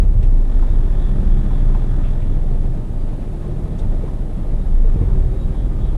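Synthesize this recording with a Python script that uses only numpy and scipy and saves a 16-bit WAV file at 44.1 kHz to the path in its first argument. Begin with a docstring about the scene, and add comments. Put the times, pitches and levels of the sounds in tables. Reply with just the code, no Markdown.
"""A deep boom and tyre rumble, heard inside a car creeping along a rough dirt street. The body rocks on
its springs and swings the cabin air; lumps shake the floor, ruts thump the wheels, grit crunches.
Engine firings make a low drone, with diesel clatter at the side window and a slipping belt.
Brief cabin drones and swishes come and go, trim knocks and ticks, something squeaks faintly;
near the end the brakes drag and chirp."""
import sys
import numpy as np
from scipy import signal
from scipy.fft import rfft, irfft, next_fast_len
from scipy.io import wavfile
from scipy.ndimage import uniform_filter1d, minimum_filter1d, map_coordinates

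SR = 44100
rng = np.random.default_rng(int(sys.argv[2]) if len(sys.argv) > 2 else 0)


def persist_wave(psi):
    """Save psi, clipped to +-1, as 16-bit WAV."""
    counts = np.round(np.clip(psi, -1, 1) * 32767).astype(np.int16)
    wavfile.write(sys.argv[1], SR, np.atleast_2d(counts).T)


N = 263277
TIME_S = np.arange(N) / SR

# Noise spectra: f/Hz, relative density/dB
HISS_SPECTRUM = [(1000, -40), (3500, 1.5), (5000, 2.5), (6800, 3), (8500, 5.5), (10300, 5), (11800, -1.5),
                 (13500, -5.5), (15000, -18)]
CLATTER_SPECTRUM = [(500, 0), (850, 10), (1000, 6.5), (1120, 2.5), (1230, 6.5), (1400, 0.5), (1550, 1.5),
                    (1800, 1.5), (1980, -5), (2400, -6.5), (2900, -11.5), (4000, -16), (10000, -23.5),
                    (14000, -56)]
SHUDDER_SPECTRUM = [(20, -62), (32, -18), (42, -0.5), (55, -5), (75, -5), (100, -4.5), (120, -7),
                    (170, -28)]
RUMBLE_SPECTRUM = [(70, -63), (110, -10.5), (150, 4), (195, -2), (230, -3.5), (320, -8), (420, -14),
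                   (700, -37.5)]
ROAR_SPECTRUM = [(200, -37), (350, -1.5), (450, -1), (620, 0.5), (760, -6.5), (900, -4.5), (1020, -13),
                 (1150, -14), (1500, -18.5), (1650, -21), (1780, -19.5), (2000, -20), (2500, -25),
                 (2950, -26.5), (3400, -28), (3750, -29.5), (4100, -30), (6000, -40.5)]

# Short noise swishes and one bright click: t/s, level/dB, centre f/Hz, t60/s
SWISHES_AND_CLICK = [(2.035, -49.5, 2545, 0.29), (2.213, -50, 2300, 0.15), (3.196, -63, 2390, 0.77),
                     (3.783, -54, 6500, 0.076), (5.005, -55.5, 2020, 0.4), (4.97, -43.5, 840, 0.53),
                     (5.08, -45, 1040, 0.28)]
# Plastic trim: t/s, level/dB, centre f/Hz, edge level/dB, t60/s
TRIM_TICKS = [(.227, -46, 2400, -53, 0.12), (.59, -50, 1510, -58, 0.045), (2.105, -59, 6500, -58, .02),
              (3.791, -52.5, 3200, -53, 0.08)]
# Faint squeaks: t/s, length/s, f/Hz, glide/Hz, level/dB, jitter/share of f
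FAINT_SQUEAKS = [(.66, .11, 3600, 280, -59, .03), (2.92, .18, 4700, 60, -65.5, .003),
                 (5.335, .15, 3835, 0, -56.5, .003), (5.37, .07, 7084, 0, -69, .002)]
# Low cabin drones and a rough band of low rumble: columns as for the squeaks
DRONES_AND_RUMBLE = [(0, 1.1, 290.6, -60.5, -36.5, 0.102), (.55, 0.67, 384, 3, -41, .02),
                     (.8, .9, 346, -3, -40, 0.016), (.9, 0.93, 197, -1, -28, .03),
                     (3.22, 0.53, 343.6, 8, -37.5, 0.014), (3.3, 0.8, 149.6, 14.5, -29.5, 0.096),
                     (4.8, 0.85, 385.8, -1, -39, .007), (5.35, 0.83, 1219, -16, -57, 0.0067)]
# Dragging brakes: t/s, length/s, level/dB, rasp/share of power, jitter/share of f
BRAKE_CHIRPS = [(5.5, .21, -59.5, .35, .01), (5.775, .165, -57, .14, .004)]
# Brake modes: f/Hz, level/dB
BRAKE_RING = [(2850, -8), (3117, -6), (3305, 0), (3467, -2), (3714, -6), (3806, 0)]

# Blows (small hard part at the hand, loose fitting, door panel, wheel in a rut): t/s, level/dB
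PART_SNAPS = [(3.792, -45)]
FITTING_KNOCKS = [(4.035, -24), (4.845, -24)]
PANEL_KNOCKS = [(.625, -33.5), (1.506, -39), (1.747, -30.5), (4.078, -37), (5.547, -40)]
RUT_DROPS = [(4.959, -7.5), (5.013, -5)]
# Modes these blows ring: f/Hz, level/dB, t60/s
PART_RING = [(3580, 0, .035), (3700, -3, 0.08), (5566, -16, .06), (8160, -8, .08), (9000, -12, .05)]
FITTING_RING = [(451, 0.5, 0.076)]
PANEL_RING = [(807, -6, .08), (900, 0, .08), (1010, -1, .08), (1240, -9, .06), (1590, -13, .06),
              (2310, -20, .05)]
BODY_RING = [(91.3, -8.5, 0.33), (132, -5.5, 0.041), (209, -17, 0.041), (278, -20.5, 0.15),
             (467, -20.5, 0.15), (580, -21, 0.019)]

# Firing rate, just above idle: t/s, f/Hz
FIRING_RATE = [(.82, 42), (1.08, 43.3), (1.35, 43.3), (1.5, 42), (4.7, 41.8), (5.0, 42.9), (5.97, 42.5)]
# Engine load; throb as it lugs at low revs; clatter at the side window; belt slip: t/s, level/dB
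ENGINE_LOAD = [(0, -11), (.82, -8.5), (1.08, -1), (1.5, 2), (2.15, -1.5), (2.72, 0), (2.9, -6), (4.7, -6.5),
               (5.0, 3.5), (5.25, 1), (5.4, -4), (5.97, -1)]
THROB_LEVEL = [(0, -11.5), (.26, -13), (.42, -29), (.6, -17), (2.7, -25.5), (3.5, -32), (4.7, -18.5),
               (5.3, -16.5), (5.97, -20)]
WINDOW_LEVEL = [(0.06, -63.5), (0.47, -54), (0.5, -49), (2.08, -48.5), (2.43, -57), (3.0, -60), (4.08, -54),
                (4.2, -62), (4.92, -52), (5.0, -51.5), (5.47, -55), (5.9, -57.5)]
BELT_LEVEL = [(.45, -80), (.8, -66), (1.05, -56.5), (1.16, -65), (1.39, -59), (1.46, -65), (1.57, -59.5),
              (1.7, -68), (2.3, -70), (2.9, -85)]
# Engine orders: multiple of firing rate, level/dB
THROB_ORDERS = [(1, -5), (1.5, -12.5)]
HUM_ORDERS = [(2, -5.5), (3, 0.5), (4, -47), (4.5, -11.5), (5, -16.5), (6, -33.5), (7, -20)]
WHINE_ORDERS = [(8, -2.5), (9, 0), (10, -8.5), (11, -13), (12, -14)]
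# Hum, then whine, under load and rocking on the mounts: level/dB, load slope/(dB/dB), jolt slope/(dB/dB)
ORDER_RESPONSE = [(-29.5, 1.3, -0.35), (-48.5, .5, 0.15)]
# Engine block modes: f/Hz, nominal width/Hz, level/dB
BLOCK_RING = [(3380, 230, 0), (3710, 150, 0)]

# Rough patches hit the suspension: t/s, level/dB re plain dirt
ROAD_JOLTS = [(0, 9.5), (.15, 11), (0.541, 9), (.66, 3), (.83, -1.5), (1.18, 9.5), (2.26, -2), (3.6, -1.5),
              (3.81, 8.5), (4.96, 4), (5.02, 6.5), (5.2, 7), (5.38, 1), (5.6, 5.5), (5.8, 5.5)]
# Cabin boom as the car rocks: t/s, f/Hz, level/dB
BOOM_SWAY = [(0, 32.08, -9), (.5, 27.48, -12), (1.8, 28.98, -13), (2.15, 25.77, -13), (2.7, 25.95, -13.5),
             (2.85, 25.08, -24), (4.4, 26.51, -19), (5.3, 27.44, -22.5), (5.97, 26.56, -14.5)]
# Boom swells through hollows: t/s, length/s, level/dB
BOOM_HEAVES = [(0.174, 0.29, -8.5), (0.523, 0.13, -8), (0.686, 0.19, -10.5), (1.258, 0.14, -8),
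               (1.594, 0.21, -11.5), (2.893, 0.28, -14.5), (3.767, 0.28, -14), (4.45, .2, -14.5),
               (4.647, 0.34, -5.5), (5.052, 0.29, -10), (5.424, 0.093, -12.5)]


def amp(db):
    """dB to gain."""
    return 10 ** (np.asarray(db) / 20)


def unit(x):
    """Scale to rms 1."""
    return x / np.sqrt(np.mean(x ** 2) + 1e-20)


def curve(rows, column=1):
    """Table column, linearly interpolated over time."""
    table = np.transpose(rows)
    return np.interp(TIME_S, table[0], table[column])


def colour(x, spectrum):
    """Shape x by a spectrum with 12 dB/octave skirts; rms 1."""
    size = next_fast_len(N)
    hz, db = np.transpose(spectrum)
    f_hz = np.fft.rfftfreq(size, 1 / SR) + 1e-3
    skirts = np.minimum(f_hz / hz[0], 1) ** 2 * np.minimum(hz[-1] / f_hz, 1) ** 2
    gain = amp(np.interp(np.log(f_hz), np.log(hz), db))
    return unit(irfft(rfft(x, size) * skirts * gain, size)[:N])


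def drift(rate_hz):
    """Smooth random curve, rate_hz knots a second; rms 1."""
    knots = rng.standard_normal(1024)
    coarse_s = TIME_S[::64]
    spline = map_coordinates(knots, [coarse_s * rate_hz], order=3, mode="wrap")
    return unit(np.interp(TIME_S, coarse_s, spline))


def add(mix, start_s, sound):
    """Mix a sound in at start_s."""
    part = mix[max(round(start_s * SR), 0):][:len(sound)]
    part += sound[:len(part)]


def decay(t_s, t60_s):
    """Exponential fall, 60 dB in t60_s."""
    return np.exp(-np.log(1000) * t_s / t60_s)


def strike(t_s, rise_s, t60_s):
    """Linear rise, exponential fall."""
    return np.clip(t_s / rise_s, 0, 1) * decay(np.maximum(t_s - rise_s, 0), t60_s)


def noise_band(hz, width_oct):
    """1 s of noise around hz; rms 1."""
    f_hz = np.fft.rfftfreq(SR, 1 / SR) + 1
    bell = np.exp(-.5 * (np.log2(f_hz / hz) / width_oct) ** 2)
    return unit(irfft(rfft(rng.standard_normal(SR)) * bell, SR))


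def resonate(x, hz, stage_width_hz):
    """Two equal resonators in series, peak gain 1."""
    peak = signal.iirpeak(hz, hz / stage_width_hz, fs=SR)
    return signal.lfilter(*peak, signal.lfilter(*peak, x))


def thumps(blows, modes, rise_s=0.00091):
    """Each blow rings the same damped modes."""
    out, t_s = np.zeros(N), TIME_S[:SR // 2]
    ring = sum(amp(db) * np.sin(2 * np.pi * hz * t_s) * decay(t_s, t60_s) for hz, db, t60_s in modes)
    onset = 1 - np.exp(-(t_s / rise_s) ** 2)
    for start_s, db in blows:
        add(out, start_s, amp(db) * ring * onset)
    return out


def cabin(x, wet=.3, t60_s=.09, top_hz=2000):
    """Glass and trim return a short, boxy tail; seats absorb its treble."""
    t_s = TIME_S[:SR // 10]
    tail = rng.standard_normal(len(t_s)) * decay(t_s, t60_s)
    dull_tail = signal.lfilter(*signal.butter(2, top_hz, fs=SR), tail / np.linalg.norm(tail))
    return x + wet * signal.oaconvolve(x, dull_tail)[:N]


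def shaking_db(rise_s=0.013, t60_s=0.9):
    """Road shake re plain dirt; jolts add in power."""
    jolts = (amp(db) * strike(TIME_S - start_s, rise_s, t60_s) for start_s, db in ROAD_JOLTS)
    return 10 * np.log10(1 + sum(jolt ** 2 for jolt in jolts))


def hiss(level_db=-63):
    """Faint, even background hiss."""
    return amp(level_db) * colour(rng.standard_normal(N), HISS_SPECTRUM)


def swishes_and_click(width_oct=0.31, rise_share=0.044):
    """Noise bands swell and die; the shortest is a bright click."""
    out = np.zeros(N)
    for start_s, db, hz, t60_s in SWISHES_AND_CLICK:
        envelope = strike(TIME_S[:SR], rise_share * t60_s, t60_s)
        add(out, start_s, amp(db) * noise_band(hz, width_oct) * envelope)
    return out


def ticks(rise_s=0.0016, edge_hz=4600, top_hz=11000):
    """Plastic trim shifts: a short noise band with a bright edge."""
    out = np.zeros(N)
    for start_s, db, hz, edge_db, t60_s in TRIM_TICKS:
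        tick = amp(db) * noise_band(hz, width_oct=0.46)
        edge = amp(edge_db) * noise_band(edge_hz, width_oct=1)
        add(out, start_s, (tick + edge) * strike(TIME_S[:SR], rise_s, t60_s))
    return signal.sosfilt(signal.butter(4, top_hz, fs=SR, output="sos"), out)


def brakes(rasp_hz=3400, rasp_oct=0.15, judder_db=1.5, waver_db=2.5):
    """Pads stick and slip: wavering brake modes over a juddering rasp."""
    out = np.zeros(N)
    for start_s, length_s, db, rasp, jitter in BRAKE_CHIRPS:
        ring = np.zeros(SR)
        for hz, mode_db in BRAKE_RING:
            pitch_hz = hz * (1 + jitter * drift(200)[:SR])
            gain = amp(mode_db + waver_db * drift(35)[:SR])
            ring += gain * np.sin(2 * np.pi * np.cumsum(pitch_hz) / SR)
        friction = noise_band(rasp_hz, rasp_oct) * amp(judder_db * drift(69)[:SR])
        chirp = np.sqrt(1 - rasp) * unit(ring) + np.sqrt(rasp) * friction
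        arch = np.sin(np.pi * np.minimum(TIME_S[:SR] / length_s, 1))
        add(out, start_s, amp(db) * chirp * arch)
    return out


def grit(level_db=-52, rate_hz=45, spread_db=10.0, decay_s=0.0035):
    """Small stones knock under the tread, dulled by the doors."""
    chance, size, noise = rng.random(N), rng.exponential(1, N), rng.standard_normal(N)
    stones = (chance < rate_hz / SR) * amp(spread_db * np.minimum(size, 2))
    crunch = signal.lfilter([1], [1, -np.exp(-1 / (decay_s * SR))], stones) * noise
    return amp(level_db) * colour(crunch, [(300, 17.5), (700, 1.5), (1300, -13.5), (2500, -16.5)])


def door(crack_db=-19, crack_hz=1500):
    """The hollow door panel knocks: a short crack, then its modes."""
    cracks = np.zeros(N)
    envelope = strike(TIME_S[:SR], rise_s=.001, t60_s=0.08)
    for start_s, db in PANEL_KNOCKS:
        add(cracks, start_s, amp(db + crack_db) * noise_band(crack_hz, width_oct=1.4) * envelope)
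    return cracks + thumps(PANEL_KNOCKS, PANEL_RING)


def unsteady_tones(rows, flutter_db=2.5):
    """Tones flutter as they fade in and out; strong jitter smears one into a rough band."""
    out = np.zeros(N)
    for start_s, length_s, hz, glide_hz, db, jitter in rows:
        count = int(length_s * SR)
        progress = np.linspace(0, 1, count)
        pitch_hz = (hz + glide_hz * progress) * (1 + jitter * drift(170)[:count])
        envelope = amp(db + flutter_db * drift(110)[:count]) * np.sin(np.pi * progress) ** 2
        add(out, start_s, envelope * np.sin(2 * np.pi * np.cumsum(pitch_hz) / SR))
    return out


def belt(firing, hz=3410, jitter_hz=135, slip_db=2.2):
    """The belt slips unevenly, more at each firing: a rough chirr."""
    pitch_hz = hz + jitter_hz * drift(600)
    slip = (1 + .4 * firing) * amp(slip_db * drift(40))
    chirr = slip * np.sin(2 * np.pi * np.cumsum(pitch_hz) / SR)
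    return amp(curve(BELT_LEVEL)) * unit(chirr)


def diesel_clatter(firing, gain_db=1.05, ring_db=-67.0, ring_slope=0.45, flicker_db=1.3):
    """Each firing rattles and rings the block; heard at the side window."""
    window_db = curve(WINDOW_LEVEL)
    rattle, *mode_drives = rng.standard_normal((1 + len(BLOCK_RING), N)) * (1 + firing)
    clatter = amp(gain_db + window_db) * colour(cabin(rattle), CLATTER_SPECTRUM)
    ring = sum(amp(db + flicker_db * drift(14)) * resonate(drive, hz, 2 * width_hz)
               for drive, (hz, width_hz, db) in zip(mode_drives, BLOCK_RING))
    return clatter + amp(ring_db + ring_slope * (window_db - window_db.mean())) * unit(ring)


def orders(cycles, levels, waver_db, rough_db=1.8, loose_cycles=.035):
    """Multiples of the firing rate; a loose idle varies each in level and phase."""
    out = np.zeros(N)
    for multiple, db in levels:
        gain = amp(db + waver_db * drift(8) + rough_db * drift(45))
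        out += gain * np.cos(2 * np.pi * (multiple * cycles + loose_cycles * drift(12)))
    return np.sqrt(2) * out


def engine(wander_hz=0.1946):
    """Firings push the body (throb, hum, whine) and pulse the clatter and belt."""
    cycles = np.cumsum(curve(FIRING_RATE) + wander_hz * drift(4)) / SR
    load_db, jolt_db = curve(ENGINE_LOAD), shaking_db()
    drone = amp(curve(THROB_LEVEL)) * orders(cycles, THROB_ORDERS, waver_db=2.0)
    for (db, load_slope, jolt_slope), levels in zip(ORDER_RESPONSE, [HUM_ORDERS, WHINE_ORDERS]):
        gain = amp(db + load_slope * load_db + jolt_slope * jolt_db)
        drone += gain * orders(cycles, levels, waver_db=1.5)
    firing = np.cos(np.pi * cycles) ** 4
    return drone + diesel_clatter(firing) + belt(firing)


def tyres(shudder_db=-28.0, rumble_db=-32.0, roar_db=-42, lumps_db=1, deep_hz=75, deep_db=6.5):
    """Dirt shakes suspension and floor; the tread roars above. 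Jolts lift the bass most."""
    shake, roll, tread = rng.standard_normal((3, N))
    lumps, jolt_db = amp(lumps_db * drift(35)), shaking_db()
    floor = colour(shake, SHUDDER_SPECTRUM)
    deep = signal.filtfilt(*signal.butter(1, deep_hz, fs=SR), floor)
    shudder = amp(shudder_db) * (floor + amp(deep_db) * (amp(jolt_db) - 1) * deep)
    rumble = amp(rumble_db + 0.12 * jolt_db) * colour(roll * lumps, RUMBLE_SPECTRUM)
    roar = amp(roar_db + 0.03 * jolt_db) * colour(cabin(tread * lumps), ROAR_SPECTRUM)
    return shudder + rumble + roar


def boom(gain_db=-1.5, wander_cycles=0.0096, throb_db=0.8):
    """Cabin air swings at its lowest resonance; each body heave adds an arch of power."""
    cycles = np.cumsum(curve(BOOM_SWAY)) / SR + wander_cycles * drift(3.4)
    power = amp(curve(BOOM_SWAY, column=2)) ** 2
    for start_s, length_s, db in BOOM_HEAVES:
        progress = np.clip((TIME_S - start_s) / length_s, 0, 1)
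        power += (amp(db) * np.sin(np.pi * progress)) ** 2
    gain = amp(gain_db + throb_db * drift(9.5))
    return gain * np.sqrt(2 * power) * np.cos(2 * np.pi * cycles)


def scene():
    """Mono sum between the front seats."""
    road = boom() + tyres() + grit() + thumps(RUT_DROPS, BODY_RING)
    knocks = thumps(FITTING_KNOCKS, FITTING_RING) + thumps(PART_SNAPS, PART_RING) + door()
    interior = knocks + ticks() + swishes_and_click()
    tones = unsteady_tones(FAINT_SQUEAKS) + unsteady_tones(DRONES_AND_RUMBLE)
    return (road + interior + tones + brakes() + engine() + hiss())[None]


def record(dry):
    """Smooth peak limiter, brief closing fade, low-pass."""
    ceiling, hold_samples, fade_s, top_hz = .63, SR // 25, .006, 15200
    allowed = ceiling / np.maximum(abs(dry), ceiling)
    gain = uniform_filter1d(minimum_filter1d(allowed, size=hold_samples), size=hold_samples)
    fade = np.minimum((TIME_S[-1] - TIME_S) / fade_s, 1)
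    lowpass = signal.firwin(511, top_hz, window=("kaiser", 9), fs=SR)
    return signal.oaconvolve(dry * gain * fade, lowpass[None], "same")


dry = scene()
out = record(dry)
persist_wave(out)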